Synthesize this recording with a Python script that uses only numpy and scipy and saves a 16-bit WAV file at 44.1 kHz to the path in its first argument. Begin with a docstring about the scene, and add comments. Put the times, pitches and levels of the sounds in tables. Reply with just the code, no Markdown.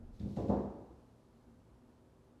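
"""A pool ball drops through the inside of a pool table in a quick tumble of dull thuds.
Every blow pushes a panel, rings the wooden cabinet and booms in a bare room; faint clicks and
scraping are heard. A low rumble of rolling comes first, a soft hollow tone flares up at the
start and again near the end, and the room hums quietly throughout."""
import sys
import numpy as np
from scipy import signal
from scipy.fft import rfft, irfft, next_fast_len
from scipy.io import wavfile
from scipy.ndimage import map_coordinates

SR = 44100
rng = np.random.default_rng(int(sys.argv[2]) if len(sys.argv) > 2 else 0)


def unload_wav(signal):
    """Save mono or channel-first audio to the path in sys.argv[1] as 16-bit WAV at rate SR, clipped to [-1, 1]."""
    wavfile.write(
        sys.argv[1],
        SR,
        np.round(np.clip(np.atleast_2d(signal).T, -1, 1) * 32767).astype(np.int16),
    )


N = 105840

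# Blows on the cabinet. Each row: start in seconds, gain in dB, treble corner in Hz (higher is harder),
# bass corner in Hz (lower is heavier), first push in dB over that gain.
BLOWS = [(.202, -43, 176.3, 37.8, 13.5), (.231, -37, 131, 91, 10.5), (0.2515, -42.5, 203, 152, 9),
         (.366, -40, 510, 49.4, 3.5), (.383, -44, 517, 40, 9), (.431, -46.5, 418, 141, 18),
         (0.4846, -42, 480, 94, 10), (0.4936, -35, 758, 50, 10), (.529, -46, 1120, 197, 6),
         (.567, -47.5, 384, 35.6, 2), (0.649, -52.5, 400, 222, 11), (0.784, -57.5, 595, 35, 14)]
# The wood's ring. Each row: pitch in Hz, relative level in dB, t60 in seconds.
CABINET_MODES = [(67, -3.5, .52), (113, -7, .65), (145, -7, .68), (202, -3, .64), (253, -5, .62),
                 (307, -9, .65), (340, -12, .3), (432, -11, .6), (474, -10, .65), (538, -6, .55),
                 (595, -10, .55), (706, -10, .52), (743, -11, .55), (810, -13, .6), (879, -14, .58),
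                 (1003, -17, .6), (1174, -20, .6), (1286, -25, .6), (1807, -28, .6)]
# Hard contacts of the ball. Each row: start in seconds, click gain in dB, reverb gain in dB.
HARD_CONTACTS = [(0.1961, -63.5, -71.5), (.362, -81, -65), (.483, -69, -67.5)]
# The rumble's fade. Each row: time in seconds, level in dB.
ROLL_FADE = [(0, -50), (.035, -48.5), (.07, -52), (.11, -52), (.19, -55.5), (.3, -68), (.5, -110)]
# Faint scraping. Each row: start in seconds, end in seconds, level in dB.
SCRAPE_SPANS = [(0.134, 0.53, -78.5), (0.283, 0.417, -80.5), (.75, 1.445, -89)]
# Flares of the hollow tone. Each row: start in seconds, gain in dB, t60 in seconds.
FLARES = [(0, -48.5, 0.22), (1.872, -59.5, 0.38)]
# How long the room rings. Each row: frequency in Hz, t60 in seconds.
ROOM_DECAY = [(60, 0.99), (200, 1), (500, 0.75), (1000, 1), (3000, 0.89), (6000, 0.97), (12000, 0.78)]
# The room's hum. Each row: pitch in Hz, level in dB before the trim.
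HUM_PARTIALS = [(118.4, -73), (242.2, -77.5), (382.2, -79), (511.4, -80), (629.8, -86.5)]

# Noise colours. Each row: frequency in Hz, relative spectral density in dB.
BOOM_COLOUR = [(25, -37), (45, -12.5), (62, -2), (130, -8.5), (230, -6), (350, -1), (520, -4.5),
               (900, -8.5), (1400, -21), (2200, -27.5), (5000, -35)]  # the room's answer to a thud
TICK_COLOUR = [(1000, -28), (2700, -15), (3300, 1), (3900, 3), (4500, -7), (5500, -4), (7500, -32),
               (13000, -34)]  # the dry click
CLICK_REVERB_COLOUR = [(500, -31), (1500, 1.5), (2700, -3), (3700, -2.5), (5500, -6.5), (7700, -11),
                       (9000, -21), (13000, -22)]  # the room's answer to a click
ROLL_COLOUR = [(15, -27), (26, -1.5), (35, 0.5), (52, -10), (80, -6), (130, -21.5), (230, -18.5),
               (320, -28), (600, -34), (1500, -50.5), (4000, -87)]  # deep rumble
SCRAPE_COLOUR = [(800, -9), (2000, -4.5), (4000, 6.5), (7000, -2), (9500, -6.5), (13000, -7)]  # thin scraping hiss
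AIR_COLOUR = [(15, -45), (25, -14), (59, -0.5), (87, -6), (119, -5.5), (211, -9), (240, 0.5), (288, -12.5),
              (320, -6.5), (346, -14), (374, -10), (437, -13.5), (497, -15.5), (645, -17.5), (774, -20.5),
              (836, -18.5), (1140, -23), (2020, -34), (12500, -45), (16200, -71), (22000, -120)]  # dark bed of room noise

TAIL_S, TOP_HZ = .9, 12900  # length of each one-shot; high cut on the mix


def thuds():
    """Each blow pushes a panel, rings the cabinet and fills the room with a boom."""
    push_hz, push_decay_s = 220, .0038
    ring_attack_s, scatter_db = .0042, 2
    punch_db, punch_decay_s = 5, .0099  # extra swing of every mode just after the blow
    boom_db, boom_attack_s = 2.5, .0054
    out, t = np.zeros(N), tail_time()
    push = np.sin(2 * np.pi * push_hz * t) * np.exp(-t / push_decay_s)
    swing = (1 - np.exp(-t / ring_attack_s)) * (1 + amp(punch_db) * np.exp(-t / punch_decay_s))
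    modes = np.array([(-1) ** k * amp(db) * ringing(hz, t60, t)
                      for k, (hz, db, t60) in enumerate(CABINET_MODES)])
    for start, db, treble_hz, bass_hz, push_db in BLOWS:
        mode_gains = amp(scatter_db * rng.standard_normal(len(modes)))
        ring = swing * (mode_gains @ modes)
        boom = amp(boom_db) * room_tail(BOOM_COLOUR) * (1 - np.exp(-t / boom_attack_s))
        blow = ring + boom - amp(push_db) * push
        add(out, start, amp(db) * filtered(blow, lambda hz: contact_tone(hz, treble_hz, bass_hz)))
    return out


def contact_tone(hz, treble_hz, bass_hz):
    """The EQ of one blow: soft contacts lose treble, light ones lose bass."""
    treble_order, bass_order = 1.93, 2.28
    treble_loss = 1 + (hz / treble_hz) ** (2 * treble_order)
    bass_loss = 1 + (bass_hz / (hz + 1)) ** (2 * bass_order)
    return minimum_phase((treble_loss * bass_loss) ** -.5)


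def clicks():
    """Each hard contact gives a short bright tick, a thin ring and a wash of reverb."""
    tick_decay_s, ring_db = .005, -14.5
    out, t = np.zeros(N), tail_time()
    ring = amp(ring_db) * ringing(hz=3600, t60=.77, t=t)
    for start, click_db, reverb_db in HARD_CONTACTS:
        tick = noise(TICK_COLOUR, len(t)) * np.exp(-t / tick_decay_s)
        reverb = amp(reverb_db) * room_tail(CLICK_REVERB_COLOUR)
        add(out, start, amp(click_db) * (tick + ring) + reverb)
    return out


def rolling():
    """The rolling ball makes a low rumble that fades under the first thuds."""
    level_db = np.interp(np.arange(N) / SR, *np.transpose(ROLL_FADE))
    return amp(level_db) * noise(ROLL_COLOUR)


def scraping():
    """Faint stretches of scraping hiss, each faded in and out."""
    t, fade_s = np.arange(N) / SR, .03
    level = sum(amp(db) * np.clip(np.minimum(t - start, end - t) / fade_s + .5, 0, 1)
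                for start, end, db in SCRAPE_SPANS)
    return level * noise(SCRAPE_COLOUR)


def hollow_tone():
    """A soft low tone that flares up quickly and dies away."""
    pitch_hz, attack_s = 231.3, .0042
    out, t = np.zeros(N), tail_time()
    for start, db, t60 in FLARES:
        add(out, start, amp(db) * ringing(pitch_hz, t60, t) * (1 - np.exp(-t / attack_s)))
    return out


def room_tail(colour):
    """Diffuse reverb in which each frequency dies at the room's speed."""
    size = len(tail_time())
    hz, t, bands = signal.stft(noise(colour, size), SR, nperseg=1024)
    fade = np.exp(-np.log(1000) * t / along(ROOM_DECAY, hz)[:, None])
    return signal.istft(bands * fade, SR, nperseg=1024)[1][:size]


def room_tone():
    """A bed of steady air noise under a hum whose phase wanders."""
    air_db, sway_db, hum_trim_db = -63.5, .37, -1
    t = np.arange(N) / SR
    hum = sum(amp(db + hum_trim_db) * np.sqrt(2) * np.sin(2 * np.pi * hz * t + wobble(rate=5.22))
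              for hz, db in HUM_PARTIALS)
    air = amp(air_db + sway_db * wobble(rate=16)) * noise(AIR_COLOUR)
    return air + hum


def ringing(hz, t60, t):
    """One mode, dying by 60 dB in t60 seconds."""
    return np.sin(2 * np.pi * hz * t) * np.exp(-np.log(1000) * t / t60)


def tail_time():
    """Seconds since the start of a one-shot."""
    return np.arange(int(TAIL_S * SR)) / SR


def amp(db):
    """Decibels to gain."""
    return 10 ** (np.asarray(db) / 20)


def along(points, hz):
    """Read a curve of (Hz, value) points on a log frequency axis."""
    point_hz, values = np.transpose(points)
    return np.interp(np.log(hz + 1), np.log(point_hz + 1), values)


def wobble(rate):
    """A smooth random curve, rate knots a second."""
    knots = rng.standard_normal(int(N * rate / SR) + 4)
    return map_coordinates(knots, [np.arange(N) * rate / SR])


def filtered(x, gain):
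    """EQ x with a gain that depends on frequency."""
    size = 2 * next_fast_len(len(x) // 2 + 2048)
    return irfft(rfft(x, size) * gain(np.fft.rfftfreq(size, 1 / SR)), size)[:len(x)]


def minimum_phase(gain):
    """A response with this gain and no pre-ring, so attacks stay clean."""
    cepstrum = irfft(np.log(np.maximum(gain, 1e-6)))
    half = len(cepstrum) // 2
    cepstrum[1:half] *= 2
    cepstrum[half + 1:] = 0
    return np.exp(rfft(cepstrum))


def noise(colour, size=N):
    """Coloured noise of rms 1."""
    x = filtered(rng.standard_normal(size), lambda hz: amp(along(colour, hz)))
    return x / np.sqrt(np.mean(x ** 2) + 1e-20)


def add(out, start, x):
    """Mix x into out from start seconds."""
    part = out[max(0, round(start * SR)):][:len(x)]
    part += x[:len(part)]


def scene():
    """All the layers in one mono mix."""
    return (thuds() + clicks() + rolling() + scraping() + hollow_tone() + room_tone())[None]


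def record(dry):
    """A brick-wall high cut takes off everything above TOP_HZ."""
    return np.array([filtered(x, lambda hz: hz < TOP_HZ) for x in dry])


dry = scene()
out = record(dry)
unload_wav(out)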